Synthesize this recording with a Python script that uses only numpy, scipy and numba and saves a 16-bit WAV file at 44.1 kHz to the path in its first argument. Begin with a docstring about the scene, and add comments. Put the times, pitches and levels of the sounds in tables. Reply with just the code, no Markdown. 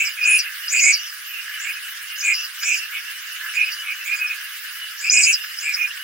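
"""A flock of ducks on open water gives short harsh wheezy calls, several birds overlapping.
Each call is a fast uneven pulse train ringing in the windpipe and throat, while a mouth resonance
sweeps up and down as the bill opens. Farther birds are hoarse voices blurred by scattered echoes;
small splashes and a lake hiss, both shaped noise, lie below."""
import sys
import numpy as np
from scipy import signal
from scipy.fft import rfft, irfft, next_fast_len
from scipy.io import wavfile
from scipy.ndimage import uniform_filter1d, minimum_filter1d
from numba import njit

SR = 44100
rng = np.random.default_rng(int(sys.argv[2]) if len(sys.argv) > 2 else 0)


def field_ratio(decibels):
    """Amplitude ratio for a level in dB (20 dB per decade); scalars and array-likes work."""
    return 10 ** (np.asarray(decibels, dtype=float) / 20)


def output_pcm(signal):
    """Save a mono or channel-first signal as 16-bit PCM at the path in sys.argv[1].

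    Samples are clipped to [-1, 1] before scaling.
    """
    pcm = np.clip(np.atleast_2d(signal).T, -1, 1) * 32767
    wavfile.write(sys.argv[1], SR, np.round(pcm).astype(np.int16))


N = 266011


def rms_one(x):
    """Scale to unit rms."""
    return x / np.sqrt(np.mean(x ** 2) + 1e-20)


def columns(rows):
    """The samples a table spans, and its columns interpolated along them."""
    s, *values = np.transpose(rows)
    at = np.arange(max(round(s[0] * SR), 0), min(round(s[-1] * SR), N))
    return [at] + [np.interp(at / SR, s, v) for v in values]


def at_hz(points, hz):
    """Read a spectrum on a log-frequency axis."""
    point_hz, values = np.transpose(points)
    return np.interp(np.log(hz), np.log(point_hz), values)


def drift(per_s, size):
    """Random wander: straight lines between unit normal knots, at most 59 knots per s."""
    knots = rng.standard_normal(int(size * 60 / SR) + 60)
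    return np.interp(np.arange(size) * np.minimum(per_s, 59) / SR, np.arange(len(knots)), knots)


def add(out, at, sound, pan_db=0.):
    """Mix a sound in with 3 ms soft ends; pan_db is left over right."""
    from_start = np.arange(len(at))
    edge = np.minimum(1, np.minimum(from_start, from_start[::-1]) / (0.003 * SR))
    out[:, at] += sound * edge * field_ratio(np.array([[.5], [-.5]]) * pan_db)


def swelling(loudest, swell_s, release_s, depth_db, bends):
    """The samples of a call, the part of it gone by (-1 start, 0 loudest, 1 end) and its gain."""
    at, part = columns([(loudest - swell_s, -1), (loudest, 0), (loudest + release_s, 1)])
    return at, part, field_ratio(-depth_db * np.abs(part) ** np.where(part < 0, *bends))


@njit
def resonate(x, hz, width_hz, sr):
    """Moving resonance, four passes for dark skirts, back and forth so rings swell as softly as they die."""
    r = np.exp(-np.pi * width_hz / sr)
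    for _ in range(4):
        y = np.zeros(len(x))
        for i in range(2, len(x)):
            drive = (1 - r) * (x[i] - x[i - 2])
            y[i] = drive + 2 * r * np.cos(2 * np.pi * hz[i] / sr) * y[i - 1] - r * r * y[i - 2]
        x, hz = y[::-1].copy(), hz[::-1].copy()
    return x


BREATH, WAVER = 2.6, .07
THIRD_PULSE_DB = 2.5   # every third pulse is stronger


def voice(per_s, rough, hz, width_hz):
    """Uneven membrane pulses plus breath gated on each cycle, ringing in one resonance; level evened."""
    size, rough = len(hz), np.clip(rough, 0, 1)
    cycles = np.cumsum(per_s * (1 + WAVER * rough * drift(55, size)) / SR) + rng.random()
    third_db = THIRD_PULSE_DB * (cycles % 3 < 1)
    strength = field_ratio(4.0 * rough * rng.standard_normal(size) + third_db)
    pulses = np.diff(np.floor(cycles), prepend=np.floor(cycles[0])) * strength
    gate = np.exp(-3.0 * (cycles % 1)) * np.sqrt(per_s / SR)
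    breath = rng.standard_normal(size) * gate * field_ratio(third_db)
    rung = resonate((1 - rough) * pulses + BREATH * rough * breath, hz, width_hz, SR)
    return rung / np.sqrt(uniform_filter1d(rung ** 2, size=1400) + 1e-12)


# left-right likeness of noise: (f/Hz, likeness 0-1)
NOISE_LIKENESS = [(700, 0.76), (1400, 0.32), (3000, 0.15), (7000, 0.13), (11000, 0.54), (15000, 0.4)]


def coloured(spectrum, patchy_db):
    """Stereo noise in overlapping quarter-octave bands, each with its own flicker; rms 1."""
    size = next_fast_len(N)
    hz = np.maximum(np.arange(size // 2 + 1) * SR / size, 1)
    mid, side = rfft(rng.standard_normal((2, size))) * field_ratio(at_hz(spectrum, hz))
    alike = np.clip(at_hz(NOISE_LIKENESS, hz), 0, 1)
    both = np.sqrt(1 + alike) * mid + np.sqrt(1 - alike) * side * [[1], [-1]]
    out, together = 0, drift(3.11, N)
    for k in range(21):
        share = np.interp(4 * np.log2(hz / 500), np.arange(21), np.arange(21) == k)
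        flicker = 0.15 * together + (0.74 + 0.036 * k) * drift(36, N)
        out = out + irfft(both * share, size)[:, :N] * field_ratio(patchy_db * flicker)
    return rms_one(out)


# hiss spectrum of the lake: (f/Hz, relative density/dB per Hz)
LAKE_SPECTRUM = [(290, -108), (500, -62), (810, -35), (1290, -8.5), (1660, -1), (2160, -5.5), (2850, -6),
                 (3400, -7), (5190, -7.5), (7820, -17), (9890, -11.5), (11100, -18), (14900, -12.5),
                 (15800, -15), (16500, -63)]
LAKE_DB = -33.5


def lake_hiss():
    """Flickering broadband water noise, slightly louder on the right."""
    return field_ratio(LAKE_DB) * coloured(LAKE_SPECTRUM, patchy_db=3.0) * field_ratio([[-.8], [.8]])


# small splashes: (t/s, click level/dB before the puff shaping)
SPLASH_CLICKS = [(0.557, -29), (0.7427, -28), (1.5994, -29), (1.8794, -29), (2.6279, -24), (3.3593, -28),
                 (3.4595, -29), (3.5473, -28), (5.435, -26), (5.5368, -28), (5.9705, -27)]
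# splash noise spectrum: (f/Hz, relative density/dB per Hz)
SPLASH_SPECTRUM = [(500, -60), (1500, 2), (3500, 1), (7000, -16), (12000, -30)]


def splashes():
    """Each splash is a brief puff of water noise with an exponential rise and fade."""
    t_s, level_db = np.transpose(SPLASH_CLICKS)
    clicks = np.full(N, 1e-18)
    clicks[[round(s * SR) for s in t_s]] = field_ratio(level_db)
    fade = np.exp(-1 / (0.0079 * SR))
    rise = np.exp(-1 / (0.0035 * SR))
    puffs = signal.lfilter([1 - rise], np.convolve([1, -fade], [1, -rise]), clicks)
    return puffs * coloured(SPLASH_SPECTRUM, patchy_db=2)


ECHO_T60_S = 0.06


def echoes(x):
    """Scattered reflections from water and reeds, different on each side."""
    t = np.arange(round(.15 * SR)) / SR
    scatter = rng.standard_normal((2, len(t))) * field_ratio(-60 * t / ECHO_T60_S) * (t > .0015)
    scatter /= np.sqrt(np.sum(scatter ** 2, axis=1, keepdims=True))
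    return signal.fftconvolve(x, scatter, axes=1)[:, :N]


# swells of the low gabble: (loudest t/s, length/s, level/dB before distance gain)
FLOCK_SWELLS = [(0.083, .08, -34), (.3, 0.2, -31.5), (.48, 0.3, -32.5), (0.745, 0.054, -27.5),
                (0.856, 0.11, -32.5), (1.607, 0.43, -32), (2.26, 0.17, -33.5), (2.634, 0.035, -27.5),
                (2.92, .1, -35), (3.11, 0.12, -34.5), (3.449, 0.13, -29), (3.745, .1, -34.5),
                (3.86, .14, -35.5), (4.146, 0.1, -35), (5.18, .12, -32), (5.444, 0.021, -28.5),
                (5.746, 0.097, -33), (5.88, 0.055, -32), (5.972, 0.057, -32)]
GABBLE_DB, GABBLE_FLICKER_DB, GABBLE_PER_S = -39.5, 2.5, 11
FAR_DEPTH_DB, FAR_BEND, FAR_WIDTH_HZ = 11, 1.7, 460.   # width per resonator pass


def gabble():
    """Low gabble of the flock: one continuous hoarse voice near 1.6 kHz that swells at times."""
    out = np.zeros((2, N))
    level = field_ratio(GABBLE_DB + GABBLE_FLICKER_DB * drift(GABBLE_PER_S, N))
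    for loudest, length, level_db in FLOCK_SWELLS:
        at, _, gain = swelling(loudest, length / 2, length / 2, FAR_DEPTH_DB, (FAR_BEND, FAR_BEND))
        level[at] = np.maximum(level[at], field_ratio(level_db) * gain)
    hoarse = voice(300 + 40 * drift(4, N), .7, 1620 + 120 * drift(8, N), width_hz=990.0)
    add(out, np.arange(N), level * hoarse, -2.)
    return out


CHATTER_DB, CHATTER_FLICKER_DB = -45.5, 5.5


def chatter():
    """The other far birds: one faint continuous hoarse voice of flickering level."""
    out = np.zeros((2, N))
    level = field_ratio(CHATTER_DB + CHATTER_FLICKER_DB * drift(12, N))
    hoarse = voice(330 + 30 * drift(5.8, N), 0.53, 2830 + 60 * drift(9, N), FAR_WIDTH_HZ)
    add(out, np.arange(N), level * hoarse, -1.5)
    return out


# clearest farther birds, thinner and higher: (loudest t/s, length/s, level/dB before distance gain, f/Hz)
CLEAR_FAR_CALLS = [(0.091, .14, -31, 2830), (0.182, 0.03, -42, 2620), (0.464, 0.094, -27.5, 2700),
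                   (0.651, 0.14, -32.5, 2800), (.99, 0.16, -30, 2760), (1.301, 0.17, -34, 2820),
                   (1.553, 0.079, -32, 2900), (1.662, 0.21, -30.5, 2710), (1.77, 0.066, -32, 2560),
                   (1.86, .1, -32, 2800), (2.132, 0.26, -33, 2830), (2.386, 0.16, -26, 2750),
                   (2.588, 0.052, -35, 2800), (2.817, 0.14, -27.5, 2740), (2.955, 0.095, -31.5, 2790),
                   (3.089, 0.098, -32, 2700), (3.329, 0.23, -34.5, 2780), (3.505, 0.096, -29.5, 2730),
                   (3.699, 0.11, -30.5, 2860), (3.799, .09, -30, 2860), (4.019, .07, -30.5, 2650),
                   (4.339, .1, -37, 2650), (4.454, .05, -39, 2720), (4.527, 0.036, -37, 2860),
                   (4.588, .06, -38, 2700), (4.7, .08, -36, 2780), (4.85, .26, -34.5, 2880),
                   (5.39, .15, -31, 2760), (5.527, 0.17, -37, 2880), (5.636, 0.057, -28.5, 2640),
                   (5.907, 0.033, -29, 2830), (6.02, 0.11, -33.5, 2870)]


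def far_calls():
    """Distant single calls: hoarse pulses in one wandering resonance."""
    out = np.zeros((2, N))
    for loudest, length, level_db, hz in CLEAR_FAR_CALLS:
        at, _, gain = swelling(loudest, length / 2, length / 2, FAR_DEPTH_DB, (FAR_BEND, FAR_BEND))
        size = len(at)
        hoarse = voice(330 + 30 * drift(4.9, size), .6, hz + 40 * drift(20, size), FAR_WIDTH_HZ)
        add(out, at, field_ratio(level_db) * gain * hoarse, -1.5)
    return out


# single throat pulses that stand out: (t/s, peak level/dB, f/Hz)
THROAT_PULSES = [(0.2394, -14, 4930), (0.6809, -13, 4930), (0.7627, -18, 4800), (0.7938, -9, 4730),
                 (0.835, -14, 5120), (2.6324, -16, 4900), (5.0968, 2.5, 5000), (5.135, -6, 5070),
                 (5.1726, 0, 5010), (5.236, -5, 4780), (5.5867, -19, 5100)]
CLUCK_S = .0017


def clucks():
    """Single throat pulses: a brief swelling sine under a Gaussian envelope."""
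    out = np.zeros((2, N))
    for s, peak_db, hz in THROAT_PULSES:
        at, t = columns([(s - .006, -.006), (s + .012, .012)])
        envelope = np.exp(-((t - .0025) / CLUCK_S) ** 2)
        add(out, at, field_ratio(peak_db) * envelope * np.sin(2 * np.pi * hz * t))
    return out


# bill snaps: (start t/s, length/s, level/dB, pulse rate/Hz)
BILL_CLOSINGS = [(0.043, 0.042, -25, 270), (0.382, 0.036, -21, 260), (.918, 0.049, -17, 262),
                 (2.329, 0.04, -32, 240), (2.764, 0.033, -29.5, 210), (5.222, 0.033, -29, 170),
                 (5.32, 0.036, -18, 220), (5.728, 0.03, -28, 230)]
CLOSE_FROM_HZ, CLOSE_TO_HZ = 6400, 4580


def closing_rings():
    """The bill snaps shut and the ring slides down."""
    out = np.zeros((2, N))
    for start, length, level_db, per_s in BILL_CLOSINGS:
        at, part = columns([(start, 0), (start + length, 1)])
        hz = CLOSE_TO_HZ + (CLOSE_FROM_HZ - CLOSE_TO_HZ) * (1 - part) ** 1.3
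        gain = field_ratio(level_db) * np.sin(np.pi * part) ** 1.6
        add(out, at, gain * voice(per_s, 0.29, hz, width_hz=1230.0), -.5)
    return out


# bill opening and closing: (start t/s, length/s, top f/Hz, level/dB, tilt/dB: -tilt at start to +tilt at end)
BILL_GAPES = [(-.07, 0.12, 7000, -25.5, -14), (-.04, 0.18, 7500, -36, -3), (0.239, 0.19, 9640, -25, 4),
              (0.229, 0.19, 7100, -31.5, -8.5), (0.682, 0.17, 7250, -24, -5.5),
              (0.82, 0.13, 7760, -23.5, -1), (0.789, 0.16, 6990, -17, -4.5), (0.94, 0.18, 5660, -38.5, 0),
              (1.585, 0.15, 7300, -39.5, -12), (2.161, 0.076, 6300, -33.5, 7),
              (2.216, 0.16, 7400, -28.5, -7), (2.346, 0.17, 5470, -39, -14), (2.593, 0.25, 7360, -33, -7.5),
              (2.622, 0.22, 6280, -32, -11), (3.529, 0.094, 7100, -43.5, -14),
              (3.694, 0.069, 5500, -37.5, 3), (4.036, 0.14, 7300, -46.5, -18.5),
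              (4.143, 0.079, 7100, -40.5, -7), (4.978, .14, 7350, -35.5, -3),
              (5.098, 0.13, 7050, -16, -9.5), (5.121, 0.2, 7730, -20, -9.5), (5.195, 0.16, 6760, -23, -8.5),
              (5.274, .09, 7530, -28, -3), (5.248, 0.11, 9800, -35.5, -6), (5.577, 0.25, 7580, -40.5, -16)]
SHUT_HZ, MOUTH_WIDTH_HZ, MOUTH_ROUGH = 5000, 1900, .55   # width per resonator pass
MOUTH_PULSES_PER_S, MOUTH_PULSE_SPREAD, MOUTH_PAN_DB, MOUTH_PAN_SPREAD_DB = 325, .07, -0.3, 1.5


def mouth_rings():
    """The mouth resonance rises as the bill opens, holds, and falls as it shuts."""
    out = np.zeros((2, N))
    birds = rng.standard_normal((len(BILL_GAPES), 2))
    for (start, length, top_hz, level_db, tilt_db), bird in zip(BILL_GAPES, birds):
        at, part = columns([(start, 0), (start + length, 1)])
        opening = np.minimum(1, 1.24 * np.sin(np.pi * part ** 0.97)) ** 0.81
        hz = SHUT_HZ + (top_hz - SHUT_HZ) * opening
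        # the mouth ring fades as the bill narrows
        aperture = 0.16 * (1 - part) + opening ** (2.03 + 1.5 * part)
        gain = field_ratio(level_db + tilt_db * (2 * part - 1)) * aperture
        per_s = MOUTH_PULSES_PER_S * (1 + MOUTH_PULSE_SPREAD * bird[0])
        pan_db = MOUTH_PAN_DB + MOUTH_PAN_SPREAD_DB * bird[1]
        add(out, at, gain * voice(per_s, MOUTH_ROUGH, hz, MOUTH_WIDTH_HZ), pan_db)
    return out


# throat ring, bill nearly shut: (loudest t/s, swell/s, release/s, level/dB, f/Hz at loudest)
THROAT_RINGS = [(.07, .044, 0.038, -27, 5000), (.112, .01, .03, -32, 4900), (.242, .03, .016, -23, 4880),
                (.35, .12, 0.068, -33, 5270), (.394, .022, 0.056, -19.5, 4820),
                (.682, .02, 0.11, -30, 5000), (.793, .04, .03, -22.5, 4780), (.84, .04, 0.072, -21.5, 5000),
                (.941, .045, 0.058, -17.5, 4680), (1.0, .02, .06, -37, 4760), (1.09, .06, 0.069, -35, 5060),
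                (1.73, .01, 0.041, -35.5, 5100), (2.16, .01, .05, -37.5, 5030),
                (2.211, .02, 0.016, -25.5, 5080), (2.349, .03, 0.05, -19.5, 5000),
                (2.455, .12, 0.025, -28, 4870), (2.63, .022, 0.038, -30, 5000),
                (2.74, .04, .06, -27.5, 5100), (2.79, .04, 0.016, -27, 5000), (2.84, .04, .01, -37, 5200),
                (3.565, .05, .026, -34.5, 4870), (3.672, .07, .02, -32.5, 5000),
                (3.728, .05, 0.057, -28.5, 4770), (3.8, .012, 0.032, -37, 4900),
                (4.128, .008, 0.068, -36.5, 5100), (4.179, .022, 0.037, -31.5, 4770),
                (4.282, .025, .017, -31, 5200), (5.08, .15, 0.028, -31.5, 4940),
                (5.13, .025, 0.027, -22, 5200), (5.18, .12, 0.054, -20.5, 5180),
                (5.241, .025, .03, -11.5, 5010), (5.345, .03, .028, -16, 4950),
                (5.42, .04, 0.28, -36.5, 5100), (5.589, .03, 0.015, -27, 5100),
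                (5.62, .03, 0.25, -38, 4970), (5.749, .03, 0.017, -18.5, 5100),
                (5.877, .014, 0.043, -33.5, 5320)]
THROAT_DEPTH_DB, THROAT_BEND, THROAT_SAG_HZ = 20.5, 0.86, 60
SLOW_START = .7   # pulses start this fraction slower and speed up


def throat_rings():
    """Throat resonance near 5 kHz, gliding down, driven by pulses that speed up to the loudest point."""
    out = np.zeros((2, N))
    for loudest, swell_s, release_s, level_db, hz in THROAT_RINGS:
        at, part, gain = swelling(loudest, swell_s, release_s, THROAT_DEPTH_DB, (THROAT_BEND, THROAT_BEND))
        per_s = 240. * (1 + SLOW_START * np.minimum(part, 0))
        ring = voice(per_s, .35, hz - THROAT_SAG_HZ * part, width_hz=840.0)
        add(out, at, field_ratio(level_db) * gain * ring, -.8)
    return out


# windpipe ring: (loudest t/s, swell/s, release/s, level/dB, mean f/Hz at loudest, mean pulse rate/Hz)
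WINDPIPE_RINGS = [(0.0, .01, 0.085, -17.5, 2410, 373), (.075, 0.039, 0.043, -28.5, 2310, 310),
                  (.345, 0.18, 0.079, -17, 2493, 347), (.8, 0.095, .016, -17.5, 2500, 290),
                  (.9, .1, 0.039, -13, 2363, 365), (.945, .02, 0.033, -30, 2290, 370),
                  (1.38, 0.1, 0.077, -34.5, 2650, 380), (1.7, 0.073, .035, -29, 2380, 350),
                  (2.315, 0.1, 0.033, -17.5, 2386, 327), (2.74, .13, 0.038, -20.5, 2450, 324),
                  (2.98, 0.067, .02, -29, 2380, 370), (3.632, 0.1, 0.022, -18.5, 2470, 347),
                  (3.687, 0.045, 0.017, -28, 2430, 340), (3.915, 0.075, 0.044, -26, 2420, 328),
                  (4.13, 0.086, 0.039, -22, 2390, 344), (4.232, .055, 0.07, -24, 2480, 352),
                  (4.315, 0.043, 0.045, -27, 2450, 386), (5.07, .05, 0.077, -22.5, 2466, 337),
                  (5.185, 0.078, 0.059, -12, 2442, 321), (5.295, .07, 0.048, -16, 2510, 350),
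                  (5.69, .065, 0.063, -22, 2397, 385), (5.84, 0.093, 0.047, -23, 2460, 340)]
WINDPIPE_DEPTH_DB, SWELL_BEND, RELEASE_BEND = 21, 2.75, 1.75
PIPE_SAG_HZ, PIPE_WANDER_HZ, PIPE_WIDTH_HZ = 130, 35, 540.   # width per resonator pass
HOARSE_START, HOARSE_END, PULSE_WANDER = .6, .42, .05   # the ring clears as the call swells
WINDPIPE_PAN_DB, PAN_WANDER_DB = -2.5, 2.5   # random left-right wander of the windpipe ring


def windpipe_rings():
    """Windpipe resonance near 2.4 kHz, lower at both ends of the call, driven by a wandering pulse rate."""
    out = np.zeros((2, N))
    for loudest, swell_s, release_s, level_db, hz, per_s in WINDPIPE_RINGS:
        at, part, gain = swelling(loudest, swell_s, release_s, WINDPIPE_DEPTH_DB, (SWELL_BEND, RELEASE_BEND))
        size = len(at)
        rough = HOARSE_END + (HOARSE_END - HOARSE_START) * np.minimum(part, 0)
        pulse_rate = per_s * (1 + PULSE_WANDER * drift(15, size))
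        ring_hz = hz - PIPE_SAG_HZ * part ** 2 + PIPE_WANDER_HZ * drift(25.5, size)
        pan_db = WINDPIPE_PAN_DB + PAN_WANDER_DB * drift(18.6, size)
        add(out, at, field_ratio(level_db) * gain * voice(pulse_rate, rough, ring_hz, PIPE_WIDTH_HZ), pan_db)
    return out


ECHO_DB, CLUCK_ECHO_DB = -2.5, -11


def scene():
    """Near birds with direct sound and echoes, far birds quieter with their own echoes, over splashes and lake
    hiss."""
    far = gabble() + chatter() + far_calls()
    single = clucks()
    near = closing_rings() + mouth_rings() + throat_rings() + windpipe_rings()
    direct = near + single + 0.54 * far
    scattered = echoes(field_ratio(ECHO_DB) * near + field_ratio(CLUCK_ECHO_DB) * single + 0.36 * far)
    return direct + scattered + splashes() + lake_hiss()


def top_cut(x):
    """Nothing passes above the cut-off."""
    return signal.sosfilt(signal.butter(12, 16940, fs=SR, output="sos"), x)


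# dips in the overall tone: (f/Hz, gain/dB)
TONE_DIPS = [(3000, 0.5), (4250, -4.5), (5000, -1), (8450, -1.5), (8900, -6), (9400, 0), (10500, 1.5),
             (11200, -12.5), (12000, 1)]
# phase between left and right: (f/Hz, left lead/rad)
STEREO_PHASE = [(500, -0.43), (1400, 0.12), (3500, -0.91), (5500, -1.6), (6300, -1.73), (7000, -0.16)]
LOW_CUT_HZ, CEILING = 670, .76   # ceiling acts before the low cut


def record(dry):
    """Dips in the overall tone, a phase step between the channels, a peak limiter, a steep low cut."""
    size = next_fast_len(N)
    hz = np.maximum(np.arange(size // 2 + 1) * SR / size, 1)
    turn = np.exp(.5j * at_hz(STEREO_PHASE, hz) * [[1], [-1]])
    heard = irfft(rfft(dry, size) * field_ratio(at_hz(TONE_DIPS, hz)) * turn, size)[:, :N]
    room_left = np.minimum(1, CEILING / (np.abs(heard).max(axis=0) + 1e-9))
    gain = uniform_filter1d(minimum_filter1d(room_left, size=301), size=301)   # dips smoothly around peaks
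    low_cut = signal.butter(6, LOW_CUT_HZ, "high", fs=SR, output="sos")
    mix = signal.sosfilt(low_cut, heard * gain)
    return top_cut(mix)


dry = scene()
out = record(dry)
output_pcm(out)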